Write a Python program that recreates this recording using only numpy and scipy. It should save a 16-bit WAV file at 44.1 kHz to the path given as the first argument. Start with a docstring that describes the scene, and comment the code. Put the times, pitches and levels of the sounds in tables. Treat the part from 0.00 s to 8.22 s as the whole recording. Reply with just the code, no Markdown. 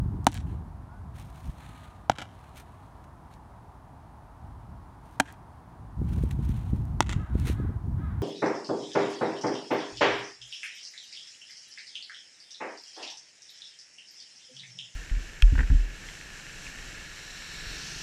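"""Open ball field, baseball practice: two pitches pop into a catcher's mitt, two return throws into a glove.
Each pop is leather modes and cracks of noise, thrown back by fences and bleachers as scattered delays.
Filtered noise makes the wind at the microphone, far traffic, and the catcher's gear rubbing and scraping on dirt.
Small ticks are short noise bursts; a faint far whistle is a gliding sine.
A distant crow caws three times in harmonics shaped by its throat."""
import sys
import numpy as np
from scipy import signal
from scipy.fft import rfft, irfft
from scipy.io import wavfile
from scipy.ndimage import uniform_filter1d

SR = 44100
rng = np.random.default_rng(int(sys.argv[2]) if len(sys.argv) > 2 else 0)


def pcm_store(signal):
    """Save signal as 16-bit PCM."""
    levels = np.round(np.clip(np.atleast_2d(signal), -1, 1) * 32767)
    wavfile.write(sys.argv[1], SR, levels.astype(np.int16).T)


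N = 362502
TIME, BINS = np.arange(N) / SR, np.fft.rfftfreq(N, 1 / SR)

# wind spectra at the microphone, breeze and gust, then the flutter of gusts: freq_hz, relative level_db_per_hz
BREEZE_SPECTRUM = [(15, -37.5), (25, -27.5), (48, 2.5), (70, 0.5), (114, -1.5), (150, -4), (290, -18),
                   (500, -42.5), (1000, -69)]
GUST_SPECTRUM = [(15, -36), (35, -29.5), (60, 10.5), (100, 6.5), (170, -7.5), (280, -21.5), (450, -42.5),
                 (1500, -68)]
FLUTTER_SPECTRUM = [(80, -19.5), (170, -1.5), (270, -3), (400, -10), (600, -25.5), (1200, -47.5),
                    (4000, -71)]
# gusts, before the wind's trim: start_s, hold_s, level_db, time to sink 20 dB fall_s (0.01 s at the least)
GUSTS = [(-.1, 0.25, -32, 0.92), (0.328, 0.13, -33, 0.25), (0.95, 0.017, -43, 1.35),
         (1.427, .03, -38.5, -0.08), (1.652, .005, -42.5, -0.07), (4.4, 0.082, -44.5, 0.5),
         (4.662, 0.015, -42, 0.2), (5.765, 0.0089, -47, 2.5), (5.963, 0.51, -28, 0.47),
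         (6.628, 0.58, -32, -0.55), (7.28, .32, -28.5, 0.5), (7.8, 0.98, -32, 6)]
BREEZE_DB, GUST_RISE_S = -51.5, 0.041  # breeze between gusts, before the trim; how fast a gust arrives
# the strongest eddies knock on the microphone: time_s, peak_db, pitch_hz
BUFFETS = [(0.061, -18.5, 90), (0.19, -26.5, 125), (1.496, -24, 64), (6.018, -17.5, 145.7),
           (6.238, -16.5, 175), (6.392, -22, 142), (6.495, -18, 104), (6.734, -13.5, 120),
           (7.165, -14, 85.4), (7.355, -14, 154), (7.5, -16.5, 172), (7.601, -20, 169)]
# far traffic: freq_hz, relative level_db_per_hz
TRAFFIC_SPECTRUM = [(150, -24), (250, -5), (366, -9), (399, -11), (509, -14), (684, -5.5), (951, -4),
                    (1190, -10.5), (1600, -18), (1710, -19), (2040, -24.5), (2560, -30), (8030, -39),
                    (9060, -35.5), (15800, -47.5)]
TRAFFIC_DB = -54.5
# ticks of buckles, laces and pebbles, or a sharp single echo after a pop: time_s, peak_db, centre_hz, t60_s
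TICKS = [(0.245, -38.5, 6000, 0.004), (0.318, -33, 5510, 0.005), (0.3432, -29.5, 7400, 0.0072),
         (0.35, -35, 3040, 0.0097), (0.375, -32, 2380, 0.017), (3.338, -47, 3890, 0.029),
         (5.325, -37.5, 8800, 0.01), (6.237, -43, 8000, 0.023), (6.312, -40.5, 6350, 0.024),
         (6.854, -44, 7000, 0.004), (7.399, -35.5, 5500, .008)]
# leather blows, a few to a catch as the ball lands and the pocket folds round it:
# time_s, level_db, pitch_factor, palm_thump_db, leather_slap_db, crack_db, crack_t60_s
MITT_BLOWS = [(0.2679, -9.6, .99, -2.2, 1.8, 7.8, .0018), (0.2692, -.5, 1.05, -4.5, -26, -12.5, .014),
              (0.2732, -23.7, .98, 18.4, 11.3, 5.8, .023), (5.1997, -10.4, 1.06, -6.3, -1.6, 2.7, .0017),
              (5.2011, -14.5, 1.03, -2.6, 16.4, 5.3, .021), (5.2039, -14.9, .94, 7.9, 4.7, 1.7, .011),
              (5.2061, -10.6, .99, -3.7, -6.8, -6.9, .006)]
GLOVE_BLOWS = [(2.0974, -7.5, 1.114, -18, -2.5, -6.5, 0.00066), (2.0987, -5, .98, 3, -5, -15, 0.022),
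               (7.0059, -6, 1.113, 6, 4, -1, 0.0055), (7.0068, -17.5, 1.44, -14, -22, -18, 0.0055),
               (7.0078, -41, 1.55, -11, 20, 17, 0.046)]
# what each glove rings with: pitch_hz, level_db, t60_s
MITT_MODES = [(187.0, -27.2, 0.013), (301.0, -8.8, 0.057), (756.0, -8.7, 0.029), (867.0, -10.8, 0.031),
              (1330.0, -17.5, 0.007), (1611.0, -10.6, 0.014), (2364.0, -22.7, 0.019),
              (3064.0, -24.9, 0.023)]
GLOVE_MODES = [(147.0, -27.4, 0.077), (315.0, -16.1, 0.022), (788.0, -15.0, 0.025), (854.0, -1.5, 0.015),
               (1237.0, -8.1, 0.011), (1711.0, -11.6, 0.008), (2326.0, -21.3, 0.015),
               (4106.0, -16.8, 0.004)]
# the crack of hide on leather: freq_hz, level_db_per_hz
MITT_CRACK = [(300, -12.5), (1200, 17), (2400, 10), (4000, 13), (4900, 3), (5700, 10.5), (8500, 8),
              (11000, 3), (16000, -18)]
GLOVE_CRACK = [(300, -27), (1200, -28), (2400, 9), (3300, 17), (4900, 4.5), (5600, 14), (7500, 10.5),
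               (10000, -6.5), (13000, -61), (16000, -22)]
# echoes of fences and bleachers, heard from plate and mound: delay_s, level_db, scatter_t60_s
PLATE_ECHOES = [(.007, -34, .1), (.056, -36, .12), (.076, -33, 0.18), (0.104, -40, 0.15)]
MOUND_ECHOES = [(.004, -18.5, 0.1), (0.0193, -19, 0.012), (.056, -23.5, 0.8), (.064, -30, 0.0079),
                (0.0876, -15, 0.0079), (.09, -20, 0.14), (0.097, -20, 0.11), (0.1195, -16, 0.05),
                (0.125, -32, 0.18)]
# thin poles and planks return mostly treble: freq_hz, gain_db
PLATE_COLOUR = [(100, -6), (500, -1), (900, -6), (1600, 9.5), (3000, 8.5), (6000, 5), (10000, 3),
                (16000, -7)]
MOUND_COLOUR = [(100, 2), (400, -6.5), (900, -14), (1600, 0.5), (3200, 4.5), (6000, -3.5), (10000, 3),
                (16000, -5)]
# how strongly the glove faces the fences at each catch: time_s, gain_db
FENCE_FACING = [(0.27, 4.5), (2.1, 2), (5.2, -3.5), (7.0, 0.5)]
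# the catcher frames a pitch, kneels, throws, rises, drags and sets his feet, reaches for the next pitch,
# kneels, throws, drags a foot and rises: start_s, length_s, cloth_and_pads_db, dirt_grit_db (before trims)
MOVEMENTS = [(0.453, 0.15, -62, -91), (1.127, 0.24, -57.5, -62), (1.28, 0.43, -61, -65.5),
             (1.502, 0.61, -56.5, -72), (2.244, 0.87, -64, -76), (2.545, 0.1, -51.5, -56.5),
             (3.039, 0.017, -60, -64), (3.298, 0.081, -61.5, -73.5), (4.984, 0.43, -71.5, -71.5),
             (6.02, 0.46, -57.5, -63), (6.307, 0.015, -44.5, -62), (6.308, 0.67, -59, -65.5),
             (7.429, .14, -42, -50.5), (7.321, 0.32, -55, -67)]
RISE_SHARE = 0.25  # a movement builds up over this share of its length, then dies away
# rubbing cloth and pads, then grinding dirt: freq_hz, relative level_db_per_hz
CLOTH_SPECTRUM = [(600, -6), (1500, 5), (2800, 1), (4200, -2), (5000, -18), (6500, -8.5), (10000, -11.5),
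                  (16000, -26)]
GRIT_SPECTRUM = [(2000, 6), (4500, 5), (6300, 8), (7600, -1), (9000, 10), (10500, -1), (13000, 4),
                 (16000, -4.5)]
# a faint far whistle that rises, then sinks: start_s, length_s, first_hz, last_hz, level_db
WHISTLE_GLIDES = [(0.831, .2, 1328, 1545, -59.5), (1.56, 0.55, 1270, 1192, -57)]
# crow caws: start_s, level_db, top_pitch_hz
CAWS = [(7.145, -55.5, 424.4), (7.53, -55.5, 424), (7.982, -55, 434.5)]
# resonance of the crow's throat: freq_hz, gain_db
CROW_THROAT = [(700, -32), (1000, -2), (1280, 10.5), (1650, 3), (2100, -4.5), (2800, -18), (3900, -14.5),
               (5000, -44)]
EDGE_HZ = 15900  # upper band limit


def amp(db):
    """Decibels to gain."""
    return 10 ** (np.asarray(db) / 20)


def evened(x):
    """Scales to rms 1."""
    return x / np.sqrt(np.mean(x ** 2) + 1e-20)


def read(points, hz):
    """Reads a spectrum in dB on a log-frequency axis."""
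    f, db = np.transpose(points)
    return np.interp(np.log(hz + 1), np.log(f + 1), db)


def add(mix, s, sound):
    """Mixes a sound in at s seconds."""
    part = mix[max(round(s * SR), 0):][:len(sound)]
    part += sound[:len(part)]


def noise(spectrum):
    """Steady noise of rms 1 with the given spectrum."""
    white = rfft(rng.standard_normal(N))
    return evened(irfft(white * amp(read(spectrum, BINS)), N))


def drift(per_s):
    """Slow chance of rms 1: straight lines between random heights, two heights to a cycle."""
    steps = TIME * 2 * per_s
    heights = rng.standard_normal(N // 50)
    return evened(np.interp(steps, np.arange(len(heights)), heights))


def dying(t60):
    """An envelope that falls 60 dB in t60, cut off after a third of a second."""
    return np.exp(-np.log(1000) * TIME[:SR // 3] / max(t60, 1e-4))


def burst(t60, count=3):
    """A dying puff of noise with energy 1; each pass evens its spectrum and fades it again."""
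    fall = dying(t60)
    x = rng.standard_normal(len(fall)) * fall
    for _ in range(count):
        flat = irfft(np.exp(1j * np.angle(rfft(x))), len(fall))
        x = flat * np.sqrt(fall)
    return x / np.linalg.norm(x)


def coloured(x, spectrum):
    """Causal minimum-phase filter with the given spectrum."""
    hz = abs(np.fft.fftfreq(4096, 1 / SR))
    log_gain = np.log(amp(read(spectrum, hz)))
    # the Hilbert transform of the log gain gives the phase
    response = np.fft.ifft(np.exp(signal.hilbert(log_gain).conj())).real
    return signal.oaconvolve(x, response[:len(log_gain) // 2])[:len(x)]


def wind_level():
    """Each gust rises, holds and sinks back into the breeze; powers add, result in dB."""
    power = amp(BREEZE_DB) ** 2
    for start, hold, db, fall_s in GUSTS:
        rise = np.clip((TIME - start) / GUST_RISE_S, 0, 1)
        sinking = np.maximum(TIME - start - GUST_RISE_S - hold, 0)
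        gust = rise * amp(db - 20 * sinking / max(fall_s, .01))
        power = power + gust ** 2
    return 10 * np.log10(power)


def wind(gust_db=-42, blend_db=4, flutter_db=-13, trim_db=1):
    """Turbulence at the microphone: a soft rumble; gusts add a flutter that comes in separate thumps."""
    lumpy_db, surge_db = 7.5, 3
    level_db = wind_level()
    # the gust's share of the power nears one half when it blows hard
    share = 1 / (2 + np.exp((gust_db - level_db) / blend_db))
    air = np.sqrt(1 - share) * noise(BREEZE_SPECTRUM) + np.sqrt(share) * noise(GUST_SPECTRUM)
    # level out the chance swells, so that the gusts set the level
    air_power = uniform_filter1d(uniform_filter1d(air ** 2, size=3500), size=3500)
    air /= np.sqrt(air_power)
    thumps = evened(amp(lumpy_db * np.minimum(drift(20), 2)))
    flutter = noise(FLUTTER_SPECTRUM) * thumps
    gain = amp(level_db + trim_db + surge_db * share * drift(8))
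    out = gain * (air + amp(flutter_db) * share * flutter)
    t = np.arange(-SR // 20, SR // 20) / SR
    for s, db, hz in BUFFETS:
        u = (np.pi * hz * t) ** 2
        knock = (1 - 3 * u) / (1 + u) ** 3  # a push between two sucks
        add(out, s + t[0], amp(db) * knock * np.hanning(len(t)))
    return out


def traffic():
    """Tyre noise from a far road, barely wavering."""
    waver_db = .25
    return amp(TRAFFIC_DB + waver_db * drift(6.9)) * noise(TRAFFIC_SPECTRUM)


def ticks(octaves=1.0):
    """Small dry clicks, each a noise burst in its own broad band."""
    out = np.zeros(N)
    for s, db, hz, t60 in TICKS:
        # 6 dB down at this many octaves from the centre
        band = [(f, -6 * (np.log2(f / hz) / octaves) ** 2) for f in hz * 2. ** np.arange(-3, 3)]
        click = coloured(burst(t60), band)
        add(out, s, amp(db) * click / abs(click).max())
    return out


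def catches(blows, modes, hide):
    """Each blow cracks on the hide and rings the palm (low), the pocket's air (middle) and the leather (high)."""
    palm_hz, slap_hz = 450, 1100  # palm below, leather above
    ring, crack = np.zeros(N), np.zeros(N)
    for s, db, pitch, thump_db, slap_db, snap_db, snap_t60 in blows:
        for hz, mode_db, t60 in modes:
            fall = dying(t60)
            part_db = thump_db if hz < palm_hz else slap_db if hz > slap_hz else 0
            tone = np.sin(2 * np.pi * hz * pitch * TIME[:len(fall)])
            add(ring, s, amp(db + mode_db + part_db) * fall * tone)
        add(crack, s, amp(db + snap_db) * burst(snap_t60))
    # so small a body radiates little bass
    radiated = signal.lfilter(*signal.butter(2, 100, "high", fs=SR), ring + 1e-18)
    return radiated + coloured(crack, hide)


def clatter(t60):
    """Separate reflections from many poles and planks, dying away; energy 1."""
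    taps_per_s = 700
    fall = dying(t60)
    taps = fall * rng.standard_normal(len(fall)) * (rng.random(len(fall)) < taps_per_s / SR)
    taps[0] = 1  # the nearest face answers first
    return taps / np.linalg.norm(taps)


def field(pop, echoes, colour, far_db=-40, far_t60=0.62, count=3):
    """Direct sound, scattered echoes and a faint wash from far trees; the crack differs with direction."""
    facing = amp(np.interp(TIME, *np.transpose(FENCE_FACING)))
    directions = [pop() for _ in range(count)]
    # the far wash is split over the directions
    responses = [amp(far_db) * burst(far_t60) / np.sqrt(count) for _ in directions]
    for k, (delay, db, t60) in enumerate(echoes):
        add(responses[k % count], delay, amp(db) * clatter(t60))
    thrown = sum(signal.oaconvolve(x * facing, response)[:N] for x, response in zip(directions, responses))
    return directions[0] + coloured(thrown, colour)


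def swell(start, length):
    """A movement's envelope: it builds up evenly and dies away."""
    return np.interp(TIME, start + length * np.array([0, RISE_SHARE, 1]), [0, 1, 0])


def movements(grains_per_s=2200, cloth_db=-1, grit_db=0):
    """Cloth and pads rub while shoes and shin guards grind clumps of small grains in the dirt."""
    grain_db, clump_db = 3.8, 2.6  # spread of grain sizes, unevenness of the rubbing
    cloth, grit = np.zeros(N), np.zeros(N)
    for start, length, rub_db, grind_db in MOVEMENTS:
        envelope = swell(start, length)
        cloth = np.maximum(cloth, amp(rub_db) * envelope)
        grit = np.maximum(grit, amp(grind_db) * envelope)
    sizes = amp(grain_db * np.minimum(rng.exponential(1, N), 4)) * rng.standard_normal(N)
    struck = rng.random(N) < grains_per_s / SR
    grains = evened(coloured(sizes * struck, GRIT_SPECTRUM))
    rubbing = amp(cloth_db) * cloth * noise(CLOTH_SPECTRUM)
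    grinding = amp(grit_db) * grit * grains
    return (rubbing + grinding) * amp(clump_db * drift(70))


def whistle():
    """A thin far tone that swells and fades as it glides, blurred on its way through the moving air."""
    waver_db, blur = 1.0, .012  # blur is a share of the pitch
    out = np.zeros(N)
    for start, length, first_hz, last_hz, db in WHISTLE_GLIDES:
        along = np.clip((TIME - start) / length, 0, 1)
        pitch = (first_hz + (last_hz - first_hz) * along) * (1 + blur * drift(60))
        out += amp(db) * np.sin(np.pi * along) * np.sin(2 * np.pi * np.cumsum(pitch) / SR)
    return out * amp(waver_db * drift(23))


def crow(length_s=.23, wet=.45, trees_t60=.6):
    """Caws that leap up in pitch, then sink and turn hoarse, with their echo from the trees."""
    rough_top, rough_end = .025, .09  # pitch jitter as a share of the pitch
    out, t = np.zeros(N), np.arange(0, length_s, 1 / SR)
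    along = t / length_s
    arch = np.interp(along, [0, .15, .28, .57, 1], [.76, .95, 1, .9, .78])
    loudness = np.interp(along, [0, .28, .57, 1], [.5, 1, .75, .3])
    rough = np.interp(along, [.35, .55], [rough_top, rough_end])
    jitter = drift(150)
    for s, db, top_hz in CAWS:
        caw_jitter = np.roll(jitter, -round(s * SR))[:len(t)]
        hz = top_hz * arch * (1 + rough * caw_jitter)
        phase = 2 * np.pi * np.cumsum(hz) / SR
        # harmonics 2 to 11, each as loud as the throat lets it through
        call = sum(amp(read(CROW_THROAT, k * hz)) * np.sin(k * phase) for k in range(2, 12))
        add(out, s, amp(db) * evened(call * loudness))
    return out + wet * signal.oaconvolve(out, burst(trees_t60))[:N]


def scene():
    """Both gloves in the open field, with the catcher's gear, the wind and the far sounds."""
    background = wind() + traffic()
    small_clicks = ticks()
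    pitches = field(lambda: catches(MITT_BLOWS, MITT_MODES, MITT_CRACK), PLATE_ECHOES, PLATE_COLOUR)
    returns = field(lambda: catches(GLOVE_BLOWS, GLOVE_MODES, GLOVE_CRACK), MOUND_ECHOES, MOUND_COLOUR)
    return (background + small_clicks + pitches + returns + movements() + whistle() + crow())[None]


def record(dry, knee_db=-20, duck_share=0.32, recover_db_per_s=9):
    """Peaks overload softly, gain control dips after sound above the knee and recovers; then the band limit."""
    rounded = dry / (1 + (dry / .75) ** 6) ** (1 / 6)
    keep = np.exp(-1 / (.008 * SR))  # 8 ms smoothing
    power = signal.lfilter([1 - keep], [1, -keep], rounded[0] ** 2)
    power_db = 10 * np.log10(power + 1e-12)
    # the deepest dip so far holds, less what has recovered since
    recovery = recover_db_per_s * TIME
    wanted_db = duck_share * np.maximum(power_db - knee_db, 0)
    duck_db = np.maximum.accumulate(wanted_db + recovery) - recovery
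    ducked = rounded * amp(-signal.lfilter([1 - keep], [1, -keep], duck_db))
    band_limit = signal.firwin(511, EDGE_HZ, window=("kaiser", 9), fs=SR)
    return signal.oaconvolve(ducked, band_limit[None], "same")


dry = scene()
out = record(dry)
pcm_store(out)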